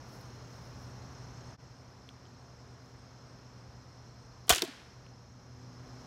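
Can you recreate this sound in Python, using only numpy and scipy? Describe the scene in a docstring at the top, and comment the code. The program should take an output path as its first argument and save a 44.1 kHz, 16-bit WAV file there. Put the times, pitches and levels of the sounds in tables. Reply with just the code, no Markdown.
"""A crossbow fires close by on a lawn: the trigger lets go, the string slaps its stops and rebounds,
ringing the limbs as they heave, the bolt thuds into a target bag and the trees echo.
Before and after, hands tick on the stock and cloth rustles. Behind it all lie distant traffic, mains hum,
a far motor, insects and leaves. Early on the sound fades out and in, and the background returns quieter."""
import sys
import numpy as np
from scipy import signal
from scipy.fft import rfft, irfft
from scipy.io import wavfile
from scipy.ndimage import uniform_filter1d

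SR = 44100
rng = np.random.default_rng(int(sys.argv[2]) if len(sys.argv) > 2 else 0)


def materialize(psi):
    """Save the field psi as 16-bit PCM at rate SR to the path in sys.argv[1].

    A 1-D psi becomes a single channel; in a 2-D psi each row is a channel.
    """
    bounded = np.clip(np.atleast_2d(psi).T, -1, 1)
    quanta = np.round(bounded * 32767).astype(np.int16)
    wavfile.write(sys.argv[1], SR, quanta)


N = 267246
T = np.arange(N) / SR
FADE_S, SHOT_S = 1.5705, 4.4935


def undb(db):
    """Gain of a level in dB."""
    return 10 ** (np.asarray(db) / 20)


def level(x, db):
    """Scale to an rms level."""
    return x * undb(db) / np.sqrt(np.mean(x ** 2))


def coloured(points):
    """Noise of rms 1, shaped by (frequency [Hz], level [dB]) points."""
    hz, db = np.transpose(points)
    bins_hz = np.arange(N // 2 + 1) * SR / N + 1
    curve_db = np.interp(np.log(bins_hz), np.log(hz), db, left=-90, right=-90)
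    return level(irfft(rfft(rng.standard_normal(N)) * undb(curve_db), N), 0)


def band(x, hz, width_hz):
    """Two-pole band-pass, gain 1 at the centre."""
    return signal.lfilter(*signal.iirpeak(hz, hz / width_hz, SR), x)


def walk(rate_hz):
    """Smooth random drift with a spread near 1."""
    hold = int(SR / rate_hz)
    steps = np.repeat(rng.standard_normal(N // hold + 1), hold)
    return 1.326 * uniform_filter1d(uniform_filter1d(steps, hold), hold)[:N]


def decay(t, t60, rise):
    """Quick attack, then a fall of 60 dB in t60 seconds."""
    t = np.maximum(t, 0)
    return (1 - np.exp(-t / rise)) * 1000 ** (-t / t60)


def traffic():
    """Distant roads: one wash of noise, split into its low rumble and the rush above."""
    # road noise (frequency [Hz], relative level [dB])
    spectrum = [(8, -47), (25, -33), (35, -23.5), (50, -12.5), (85, -7.5), (110, -12.5), (170, -11),
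                (300, -14.5), (1030, -18), (1380, -21), (2670, -32), (4000, -34), (4700, -41),
                (5200, -62.5)]
    wash = undb(0.29 * walk(2.042)) * coloured(spectrum)
    rumble = signal.sosfilt(signal.butter(2, 220, fs=SR, output="sos"), wash)
    return rumble, wash - rumble


def mains_hum():
    """Mains harmonics, each wavering a little in level."""
    # hum lines (frequency [Hz], relative level [dB])
    lines = [(120.1, -1.5), (240.2, -19), (480.4, -21.5)]
    return sum(undb(db + 0.5 * walk(5.8)) * np.sin(2 * np.pi * hz * T) for hz, db in lines)


def far_motor():
    """A motor drones in three harmonics, its pitch slowly sagging."""
    # motor's course (time [s], pitch [Hz], relative level [dB])
    course = [(0, 132, -12), (1.5, 132, -9), (3, 129.7, -5), (4.4, 129.6, -14.5), (5.301, 126.9, -9),
              (6.06, 125.8, -1.5)]
    # harmonics (multiple, level offset [dB])
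    orders = [(1, 2), (2, -4.5), (3, -9.5)]
    s, hz, db = np.transpose(course)
    phase = 2 * np.pi * np.cumsum(np.interp(T, s, hz) * (1 + .003 * walk(4))) / SR
    drone_db = np.interp(T, s, db)
    return sum(undb(drone_db + offset + 1.4 * walk(1.33)) * np.sin(k * phase) for k, offset in orders)


def insect_chorus():
    """Far insects blur into narrow, throbbing bands of noise."""
    # voices (centre [Hz], width [Hz], relative level [dB], throb rate [Hz], throb depth)
    voices = [(4295, 430, -12, 31, 0.294), (5220, 570, -6, 9, .1), (5684, 660, -8, 17, .1),
              (6430, 400, -13.5, 33, .5)]
    out = np.zeros(N)
    for hz, width, db, throb_hz, depth in voices:
        hump = [(hz - width, -25), (hz - width / 2, -2), (hz, 0), (hz + width / 2, -4), (hz + width, -22)]
        throb = 1 + depth * np.sin(2 * np.pi * np.cumsum(throb_hz * (1 + 0.062 * walk(1.2))) / SR)
        out += undb(db + .8 * walk(4)) * throb * coloured(hump)
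    return out


def leaves():
    """A steady, airy hiss of foliage."""
    # leaf hiss (frequency [Hz], relative level [dB])
    spectrum = [(2000, -25), (4000, -8), (7000, -1.5), (9000, -13.5), (13000, -14), (14800, -23),
                (15400, -27.5), (16100, -60)]
    return undb(-14) * coloured(spectrum)


def crickets():
    """Nearer crickets chirp in bouts; each chirp is a train of pulses that fall in pitch."""
    # bouts (pitch [Hz], relative level [dB], pulse rate [Hz], chirp length [s],
    # start [s], end [s], chirp period [s])
    bouts = [(7680, -13, 80, .07, .16, 6.0, .303), (8320, -13, 80, .075, .27, 4.3, .305),
             (12850, -24, 30, .03, .96, 1.25, .09), (12850, -24, 30, .03, 1.72, 2.05, .097),
             (12850, -24, 30, .03, 5.13, 5.95, .099)]
    out = np.zeros(N)
    for hz, db, pulse_hz, length, first, last, period in bouts:
        for s in np.arange(first, last, period):
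            late, loud = rng.standard_normal(2)
            start = s + .012 * late - length / 2
            span = slice(int(start * SR), int((start + length) * SR))
            cycle = (T[span] - T[span][0]) * pulse_hz % 1
            tone = np.sin(2 * np.pi * np.cumsum(hz * (1.02 - .085 * cycle)) / SR)
            pulses = np.sin(np.pi * np.minimum(cycle / .75, 1)) ** 2
            out[span] += undb(db + 1.5 * loud) * pulses * tone
    return out


def handling():
    """Hands tap the stock, ringing a damped resonance with a bright edge; cloth rustles in soft swells."""
    # taps (time [s], peak level [dB], centre [Hz])
    taps = [(0.212, -54, 11000), (2.0898, -39, 3300), (2.254, -52, 3300), (2.264, -53, 3300),
            (2.99, -65, 9000), (5.065, -48, 2100)]
    # cloth swells (time [s], level [dB], half length [s])
    rustles = [(.3, -84, 0.94), (0.158, -75, 0.076), (.62, -85, 0.12), (.835, -77, 0.044),
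               (2.868, -86, 0.051), (6.0, -89.5, .15)]
    ticks, t = np.zeros(N), T[:SR // 20]
    for s, db, hz in taps:
        tap = band(rng.standard_normal(len(t)) * decay(t, t60=.008, rise=.00017), hz, .45 * hz)
        tick = band(tap, hz, .45 * hz) + undb(-14) * tap
        ticks[int(s * SR):][:len(t)] += undb(db) * tick / np.max(np.abs(tick))
    swells = sum(undb(db) * np.exp(-((T - s) / half) ** 2) for s, db, half in rustles)
    flutter = undb(2 * walk(60))
    cloth = coloured([(6000, -30), (9000, 0), (13000, -2), (15700, -5), (16000, -50)])
    return ticks + swells * flutter * cloth


def struck(hits, modes, contact):
    """Each blow chatters three times, weaker and duller in turn: a broad crack over ringing modes."""
    gap, crack_step_db, body_step_db, dulling, t60, rise = contact
    out, t = np.zeros(N), T[:SR // 4]
    ring = sum(undb(db) * 1000 ** (-t / ring_t60) * np.cos(2 * np.pi * hz * t)
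               for hz, db, ring_t60 in modes)
    envelope = decay(t, t60, rise)
    for s, crack_db, body_db, centre_hz in hits:
        for k in range(3):
            snap, push = rng.standard_normal((2, len(t)))
            hz = centre_hz * dulling ** k
            crack = level(band(snap, hz, 0.45 * hz), crack_db + k * crack_step_db) * envelope
            body = signal.fftconvolve(push * envelope ** 2, ring)[:len(t)]
            body /= np.sqrt(np.sum(body ** 2) / (.004 * SR))  # the energy of 4 ms at rms 1
            start = int((s + k * gap * (1 + .2 * rng.uniform(-1, 1))) * SR)
            out[start:start + len(t)] += crack + undb(body_db + k * body_step_db) * body
    return signal.sosfilt(signal.butter(3, 180, "high", fs=SR, output="sos"), out)  # cut the lows below 180 Hz


def crossbow():
    """Trigger, release, then the string slaps its stops and rebounds about every 11 ms."""
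    # blows (time [s], crack level [dB], body level [dB], crack centre [Hz])
    knocks = [(4.4705, -56, -68, 9000), (4.480, -47, -45, 5000), (4.4935, -11, -28, 9000),
              (4.4955, -12, -30, 4500), (4.5033, -14, -15, 7000), (4.514, -23, -33, 7000),
              (4.524, -22, -25, 6500), (4.533, -19, -36, 3300), (4.5475, -26, -55, 6500),
              (4.5585, -24, -38, 6000), (4.568, -31, -52, 7000), (4.580, -27, -46, 5000),
              (4.592, -36, -62, 6000)]
    # riser and limb modes (frequency [Hz], relative level [dB], t60 [s])
    modes = [(479, -10, 0.043), (725, 2, 0.022), (1016, -3.5, 0.024), (1150, 2, 0.016), (1475, -6, 0.038),
             (1886, -4, 0.013), (2464, -9, .04), (3100, -4, 0.036), (3437, -6.5, 0.027), (4260, -12, 0.034)]
    # chatter (gap [s], crack step [dB], body step [dB], centre ratio, t60 [s], rise [s])
    contact = (.003, -3.5, -4.5, .65, .016, .00023)
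    return struck(knocks, modes, contact)


def tree_echo():
    """The trees scatter the shot back as a diffuse tail of noise."""
    # echo bands (centre [Hz], level [dB], t60 [s])
    tails = [(201, -49.5, 0.47), (400, -45, 0.4), (800, -48, .6), (1700, -42, 0.96), (3500, -36.5, 0.71),
             (6500, -38.5, 0.37), (11000, -43.5, .31)]
    out = np.zeros(N)
    for hz, db, t60 in tails:
        wash = band(band(rng.standard_normal(N), hz, hz), hz, hz)
        out += level(wash, db) * decay(T - SHOT_S, t60, rise=.0069)
    return out


def heave():
    """Heavy parts swing in short, low pulses: first the limbs, then the target bag."""
    # swings (time [s], frequency [Hz], level [dB], length [s])
    swings = [(4.498, 135, -40, .022), (4.511, 64, -30, .030), (4.566, 350, -41, .016),
              (4.624, 360, -30, .024), (4.678, 270, -42, .026)]
    out = np.zeros(N)
    for s, hz, db, length in swings:
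        arch = np.sin(np.pi * np.clip((T - s) / length, 0, 1))
        out += undb(db) * arch * np.sin(2 * np.pi * hz * (T - s))
    return out


def bolt_impact():
    """The bolt thuds into the target, then shaft and bag settle."""
    # blows (time [s], crack level [dB], body level [dB], crack centre [Hz])
    hits = [(4.6208, -18, -32, 3700), (4.639, -43, -43, 8000), (4.649, -34, -50, 4500),
            (4.6765, -40, -53, 3500)]
    # bag modes (frequency [Hz], relative level [dB], t60 [s])
    modes = [(208, 1, 0.031), (284, 1, 0.034), (434, -2, .05), (652, 2, 0.03), (1010, -21, .03)]
    # chatter (gap [s], crack step [dB], body step [dB], centre ratio, t60 [s], rise [s])
    contact = (.0033, -6.5, -.8, .88, .010, .000067)
    return struck(hits, modes, contact)


def scene():
    """The garden bed on its slow level ride, with the handling and the shot up front."""
    # the bed sags, then swells at the end (time [s], gain [dB])
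    swell = [(4.9, 0), (5.35, -2), (6.06, 4.5)]
    # lift on rumble and hum, dipping just after the shot (time [s], gain [dB])
    bass_lift = [(0, 7.5), (.7, 11), (2.6, 9), (4.47, 12), (4.55, 3), (4.8, 3), (4.95, 12), (5.6, 13),
                 (6.06, 9)]
    bed_db = np.where(T < FADE_S, -58.5, -63) + np.interp(T, *np.transpose(swell))
    rumble, rush = traffic()
    bass = undb(np.interp(T, *np.transpose(bass_lift))) * (rumble + mains_hum() + far_motor())
    garden = undb(6) * rush + bass + insect_chorus() + crickets() + leaves()
    hands = handling()
    soft_top = signal.butter(14, 16000, fs=SR, output="sos")
    shot = signal.sosfilt(soft_top, tree_echo() + crossbow() + bolt_impact()) + heave()
    return (undb(bed_db) * garden + hands + shot)[None]


def record(dry):
    """Peaks are rounded off, the sound dips once to silence, and the very top is cut."""
    ceiling, fade_half_s, top_hz = .85, .034, 16900
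    rounded = ceiling * np.tanh(dry / ceiling)
    fade = np.minimum(np.abs(T - FADE_S) / fade_half_s, 1)
    return signal.sosfilt(signal.ellip(10, .2, 80, top_hz, fs=SR, output="sos"), rounded * fade)


dry = scene()
out = record(dry)
materialize(out)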